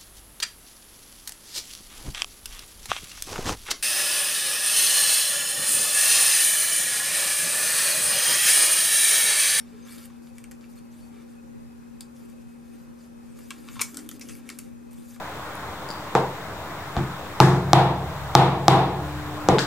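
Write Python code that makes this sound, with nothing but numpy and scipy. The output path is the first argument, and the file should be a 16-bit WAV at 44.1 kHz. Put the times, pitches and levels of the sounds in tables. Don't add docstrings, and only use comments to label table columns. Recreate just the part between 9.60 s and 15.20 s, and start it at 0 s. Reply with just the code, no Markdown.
import sys
import numpy as np
from scipy import signal
from scipy.fft import rfft, irfft, next_fast_len
from scipy.io import wavfile
from scipy.ndimage import uniform_filter1d

SR = 44100
rng = np.random.default_rng(int(sys.argv[2]) if len(sys.argv) > 2 else 0)


def store_pcm(level_fs):
    pcm = np.round(np.clip(level_fs, -1, 1) * 32767).astype(np.int16)
    wavfile.write(sys.argv[1], SR, np.atleast_2d(pcm).T)


def level_to_linear(level):
    exponent = np.asarray(level, float) / 20
    return 10 ** exponent


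N = 246959

# (frequency [Hz], density [dB per Hz])
ROOM_MID_COLOUR = [(33, -21), (48, 5), (80, -9), (120, -3), (330, -6), (545, -13.5), (590, -34),
                   (690, -24.5), (740, -15), (1400, -18.5), (2600, -25), (3000, -29), (9000, -30),
                   (15500, -35.5)]
# (frequency [Hz], density [dB per Hz])
ROOM_SIDE_COLOUR = [(28, -30), (48, -7), (130, -4.5), (240, -6), (300, -8.5), (540, -16), (680, -31.5),
                    (850, -22.5), (1300, -27), (2000, -36), (3000, -43), (10000, -42), (15500, -46.5)]
# (frequency [Hz], width [Hz], level [dB])
MACHINE_WHINES = [(525, 29, -67.5), (617.6, 3.5, -75.5), (785, 13, -75), (2542, 24, -74.5)]
# (time [s], pitch [Hz], level [dB])
HUM_TRACK = [(0, 236.7, -47), (1.5, 235.6, -47.5), (3, 235.6, -47.5), (4.3, 236, -48.5),
             (5.6, 237.6, -46.5)]
# (frequency [Hz], t60 [s])
ECHO_T60 = [(500, 0.24), (2000, 0.13), (6000, 0.19), (12000, 0.15)]
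# (frequency [Hz], likeness [0-1])
ECHO_LIKENESS = [(700, 0.19), (2000, 1), (4500, 1), (9000, 0.35), (13000, .2)]
# (delay [s], level [dB])
NEAR_BOUNCES = [(.0075, -14.5), (0.0101, -21), (0.017, -26)]
# (frequency [Hz], width [Hz], level [dB])
DESK_RESONANCES = [(274.7, 32, 6), (306, 27, 3), (354, 96, -10), (207, 9.6, -1)]
# (time [s], length [s], level [dB])
ARM_LEANS = [
    (3.88, 1, -53.5),
    (4.312, 0.53, -45),
    (4.378, 0.02, -38),
    (4.832, 0.235, -50.5),
    (5.208, 0.18, -59),
]
# (time [s], frequency [Hz], level [dB], t60 [s])
DESK_THUMPS = [
    (4.188, 114, -42.5, 0.17),
    (4.21, 440, -36, 0.039),
]
# (frequency [Hz], width [Hz], level [dB])
PAGE_RESONANCES = [(1213, 137, 5.5), (1331, 110, 7.5), (1703, 290, 7), (2300, 220, 8), (2600, 240, 0.5),
                   (3550, 270, 1)]
# (time [s], length [s], frequency [Hz], level [dB])
FINGER_SQUEAKS = [(-.04, 0.036, 5200, -59), (-.02, 0.059, 5480, -57.5), (-.02, 0.052, 2170, -64),
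                  (.06, .04, 4010, -69), (.15, 0.14, 4900, -71), (.21, 0.031, 3650, -72),
                  (0.211, 0.073, 6330, -59), (0.282, 0.0071, 3440, -53), (0.291, 0.011, 4400, -54),
                  (0.433, 0.018, 2200, -66), (1.168, 0.033, 8930, -64), (1.164, 0.03, 4350, -62.5),
                  (1.363, 0.16, 4470, -71), (5.37, 0.037, 3470, -64), (0.108, 0.088, 430, -56),
                  (0.166, 0.09, 442, -59)]
# (frequency [Hz], density [dB per Hz])
FIBRE_COLOUR = [(1470, -31), (2500, -38), (2760, -2), (4110, -6.5), (4710, -2.5), (5450, -9), (6110, -6),
                (8950, -5), (14400, -6), (15500, -20)]
# (time [s], length [s], level [dB])
PEEL_STROKES = [(-.03, 0.052, -53.5), (.294, 0.085, -48.5), (.367, .11, -48), (.608, .11, -61),
                (1.079, 0.075, -60), (1.3, .12, -60.5), (1.376, 0.14, -64), (2.53, 0.15, -61),
                (2.87, .08, -66), (3.11, 0.16, -65), (3.37, .12, -61), (3.74, 0.21, -57.5),
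                (4.261, 0.16, -50), (4.5, 0.083, -53), (4.607, 0.092, -53), (4.674, 0.14, -52.5),
                (5.304, 0.05, -55.5), (5.341, 0.15, -57), (5.47, 0.094, -52.5)]
# (time [s], length [s], level [dB])
SLIDE_STROKES = [(.245, 0.066, -54), (.728, 0.11, -62.5), (1.149, 0.052, -58), (1.65, .14, -65.5),
                 (2.676, 0.065, -61), (2.796, .038, -64), (3.026, 0.15, -66), (3.598, 0.27, -66.5),
                 (3.909, 0.19, -56.5), (4.045, 0.28, -50.5), (4.38, .11, -57), (4.85, 0.12, -55.5),
                 (4.933, 0.18, -59.5), (5.537, 0.057, -68)]
# (time [s], length [s], level [dB])
DRAG_STROKES = [(-.05, 0.27, -65), (.1, 0.32, -64), (.33, .15, -78), (.45, 0.16, -69), (1.0, 0.074, -62.5),
                (1.5, 0.16, -63.5), (4.78, 0.11, -65.5)]
# (time [s], peak [dB], bright centre [Hz], low ring [Hz], relative low ring [dB])
SHEET_LANDING = [
    (4.1935, -27, 3560, 2550, 1),
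    (4.193, -30.5, 3700, 1290, 7.5),
    (4.2007, -27, 2600, 1100, 2),
    (4.2085, -23, 8750, 1090, -5),
    (4.2125, -16, 10000, 2300, -3.5),
    (4.2145, -10.5, 8900, 2300, -10),
    (4.2165, -14.5, 6600, 2400, -11),
    (4.2185, -20, 10400, 1095, -5),
]
# (time [s], peak [dB], bright centre [Hz], low ring [Hz], crackle time [s])
CRUMPLE_SNAPS = [
    (2.408, -39, 9400, 2510, 0.0026),
    (3.9056, -28, 3070, 2300, 0.0026),
    (4.6102, -32.5, 5700, 2470, 0.0098),
    (4.688, -39, 8140, 2480, 0.039),
]
# (time [s], peak [dB], bright centre [Hz], low ring [Hz])
TICK_SNAPS = [(2.407, -25.5, 8200, 4700), (0.912, -35, 11000, 2100), (4.344, -32.5, 7850, 1100),
              (4.4896, -23, 11500, 3320), (4.513, -31, 6800, 1410), (4.595, -37.5, 12000, 2460),
              (4.687, -33, 6300, 3430), (4.9, -26, 4900, 2400), (4.9898, -27.5, 8400, 2550),
              (5.3303, -43, 11800, 988)]
# (time [s], peak [dB], bright centre [Hz], low ring [Hz])
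TAP_SNAPS = [(0.6705, -46, 3580, 1410), (0.7823, -35, 8600, 2080), (0.84, -36, 8460, 2300),
             (0.916, -38, 7100, 1910), (1.0417, -46, 3460, 2630), (3.788, -42, 9300, 1290),
             (3.9057, -26.5, 7950, 2300), (4.0864, -32.5, 2600, 1310), (4.3892, -39, 4540, 1900),
             (4.6946, -34, 6300, 1570), (4.752, -38, 11500, 2140), (4.89, -25.5, 8800, 2380),
             (4.901, -29.5, 4900, 1500), (5.3102, -48, 8850, 2300)]
# (time [s], peak [dB], bright centre [Hz])
FLICK_SNAPS = [
    (1.01, -49, 4530),
    (2.699, -45, 8000),
    (4.37, -22, 7900),
    (4.3712, -20, 8000),
    (4.9875, -25.5, 10600),
    (5.4964, -55, 9930),
    (5.5606, -41, 11100),
]
# (time [s], peak [dB], low ring [Hz])
FINGER_PATS = [
    (0.4988, -55, 1170),
    (3.909, -38, 1110),
    (4.078, -52, 1160),
    (4.157, -47, 1400),
    (4.165, -41.5, 1070),
    (5.5603, -51.5, 1390),
]


def evened(x):
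    return x / np.sqrt(np.mean(x ** 2) + 1e-20)


def read(points, hz):
    f, value = np.transpose(points)
    return np.interp(np.log(hz + 1), np.log(f + 1), value)


def curve(rows):
    s, *columns = np.transpose(rows)
    return [np.interp(np.arange(N) / SR, s, c) for c in columns]


def add(mix, s, sound):
    at = round(s * SR)
    sound = sound[max(-at, 0):]
    part = mix[max(at, 0):][:len(sound)]
    part += sound[:len(part)]


def resonate(x, hz, width_hz):
    radius = np.exp(-np.pi * width_hz / SR)
    angle = 2 * np.pi * hz / SR
    b = (1 - radius ** 2) / 2
    return signal.lfilter([b, 0, -b], [1, -2 * radius * np.cos(angle), radius ** 2], x)


def body(x, modes):
    return sum(level_to_linear(db) * resonate(resonate(x, hz, 2 * width_hz), hz, width_hz)
               for hz, width_hz, db in modes)


def noise(colour, patchy_db, size=2048):
    hz = np.fft.rfftfreq(size, 1 / SR)
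    real, imag, patches = rng.standard_normal((4 * N // size + 5, len(hz), 3)).T
    patches = uniform_filter1d(patches, size=12, axis=0)
    patches = evened(uniform_filter1d(patches, size=8, axis=1))
    spectra = (real + 1j * imag) * level_to_linear(read(colour, hz)[:, None] + patchy_db * patches)
    return evened(signal.istft(spectra, nperseg=size, noverlap=3 * size // 4)[1][:N])


def room_air():
    whines = sum(level_to_linear(db) * evened(resonate(rng.standard_normal(N), hz, width_hz))
                 for hz, width_hz, db in MACHINE_WHINES)
    mid = level_to_linear(-55.5) * noise(ROOM_MID_COLOUR, patchy_db=1.3) + whines
    side = level_to_linear(-47) * noise(ROOM_SIDE_COLOUR, patchy_db=3.0)
    return np.array([mid + side, mid - side]) * level_to_linear([[.9], [-.9]])


def hum():
    pan_db, lag_rad = 3, 0.4
    halves = np.array([[.5], [-.5]])
    hz, level_db = curve(HUM_TRACK)
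    phase = 2 * np.pi * np.cumsum(hz) / SR + lag_rad * halves
    return np.sqrt(2) * level_to_linear(level_db + 0.62 + pan_db * halves) * np.sin(phase)


def tail():
    taps = np.zeros((2, SR // 2))
    slots = np.arange(120, SR // 2 - 20, 20)
    at = slots + rng.integers(0, 20, (2, len(slots)))
    np.put_along_axis(taps, at, rng.choice([-1., 1.], at.shape), 1)
    hz, t, (left, other) = signal.stft(taps, SR, nperseg=256)
    same = np.clip(read(ECHO_LIKENESS, hz), 0, 1)[:, None]
    spectra = np.array([left, same * left + np.sqrt(1 - same ** 2) * other])
    decay = level_to_linear(-60 * t / read(ECHO_T60, hz)[:, None])
    out = signal.istft(spectra * decay, SR, nperseg=256)[1]
    out *= np.minimum(np.arange(out.shape[1]) / (0.0038 * SR), 1) ** 2
    out *= level_to_linear(-3.0) / np.linalg.norm(out[0])
    near = np.zeros(out.shape[1])
    for s, db in NEAR_BOUNCES:
        near[round(s * SR)] = level_to_linear(db)
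    return out + 0.64 * near + resonate(near, 1600, 1900)


def echo(x):
    turn = np.pi * 2.3 * np.arange(N) / SR
    shares = [2 / 3 * np.cos(turn + k * np.pi / 3) ** 2 for k in range(3)]
    return sum(signal.oaconvolve((share * x)[None], tail()[:, :SR // 3], axes=1)[:, :N]
               for share in shares)


def ports(x):
    treble = signal.hilbert(resonate(x, 13400, 8000), next_fast_len(N))[:N]
    side = 0.017 * treble.real + .5 * treble.imag
    return np.array([x + side, x - side])


def desk():
    rise_share, sag_db = 0.097, -8.5
    power = np.zeros(N)
    for s, length_s, db in ARM_LEANS:
        u = np.linspace(0, 1, round(length_s * SR))
        ramps = np.minimum(np.minimum(u / rise_share, 10 * (1 - u)), 1)
        add(power, s, (level_to_linear(db + sag_db * u) * ramps) ** 2)
    out = np.sqrt(power) * evened(body(rng.standard_normal(N), DESK_RESONANCES))
    t = np.arange(8000) / SR
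    for s, hz, db, t60_s in DESK_THUMPS:
        add(out, s, level_to_linear(db - 60 * t / t60_s) * np.sin(2 * np.pi * hz * t))
    return out


def squeaks():
    out = np.zeros(N)
    for s, length_s, hz, db in FINGER_SQUEAKS:
        whistle = body(rng.standard_normal(8000), [(hz, 30 + 0.015 * hz, 0)])
        whistle = whistle[2000:2000 + round(length_s * SR)]
        add(out, s, level_to_linear(db) * evened(whistle) * np.hanning(len(whistle)))
    return out


def rustle():
    grains = level_to_linear(2.0 * rng.exponential(1, N)) * (rng.random(N) < 400 / SR)
    flicker = 0.5 + 0.17 * evened(signal.lfilter([1], [1, -.975], grains))
    fibres = noise(FIBRE_COLOUR, patchy_db=3.5, size=512)
    low = evened(body(rng.standard_normal(N), PAGE_RESONANCES))
    out = np.zeros(N)
    # strokes, centre [Hz], relative low body [dB]
    kinds = [(PEEL_STROKES, 7500, -8.5), (SLIDE_STROKES, 6400, -2.8), (DRAG_STROKES, 4400, 4)]
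    for strokes, hz, low_db in kinds:
        bright = evened(resonate(fibres, hz, 1.44 * hz))
        sound = evened(0.26 * fibres + bright) + level_to_linear(low_db) * low
        for s, length_s, db in strokes:
            part = sound[round(abs(s) * SR):][:round(length_s * SR)]
            add(out, s, level_to_linear(db) * signal.windows.tukey(len(part), .45) * part)
    return out * flicker


def snap_rows():
    rows = [(*row, .0019) for row in SHEET_LANDING]
    rows += [(*row, -4, crackle_s) for *row, crackle_s in CRUMPLE_SNAPS]
    rows += [(*row, -8, .0011) for row in TICK_SNAPS]
    rows += [(*row, -2.5, 0.0012) for row in TAP_SNAPS]
    rows += [(*row, 1500, -16, 0.00073) for row in FLICK_SNAPS]
    rows += [(s, db, 3280, ring_hz, 8, 0.0032) for s, db, ring_hz in FINGER_PATS]
    return rows


def snaps():
    out, t = np.zeros(N), np.arange(2048) / SR
    rows = snap_rows()
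    chance = rng.standard_normal((len(rows), 2, len(t)))
    for (s, db, hz, ring_hz, ring_db, crackle_s), (a, b) in zip(rows, chance):
        rise = t / np.clip(crackle_s, .0002, .0008)
        shape = rise / (1 + rise) * np.exp(-t / max(crackle_s, .0002))
        z = rfft(np.roll(a * level_to_linear(3 * b) * shape, 256))
        cracks = irfft(z / np.sqrt(uniform_filter1d(abs(z) ** 2, size=45)))[256:]
        cracks *= np.minimum(2 * rise[:len(cracks)], 1)
        sheet = 0.5 * body(cracks, [(hz, 0.12 * hz, 0)])
        sheet += 0.6 * body(cracks, [(0.74 * hz, 0.95 * hz, 0)])
        pages = body(cracks, [(ring_hz, 0.21 * ring_hz, 0)]) + 0.18 * body(cracks, PAGE_RESONANCES)
        snap = sheet / abs(sheet).max() + level_to_linear(ring_db - 2.0) * pages / abs(pages).max()
        add(out, s, level_to_linear(db) * snap)
    return out


def scene():
    paper = snaps() + rustle() + squeaks()
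    return ports(paper) + echo(paper) + desk() * level_to_linear([[1.5], [-1.5]]) + hum() + room_air()


def band_limit(x):
    return signal.sosfilt(signal.butter(12, 16360, fs=SR, output="sos"), x)


def record(dry):
    low_hz, top_hz = 35.5, 15080
    thin = signal.sosfilt(signal.butter(2, low_hz, "high", fs=SR, output="sos"), dry)
    top = signal.firwin(401, top_hz, window=("kaiser", 7), fs=SR)
    return band_limit(signal.oaconvolve(thin, top[None], "same"))


dry = scene()
out = record(dry)
store_pcm(out)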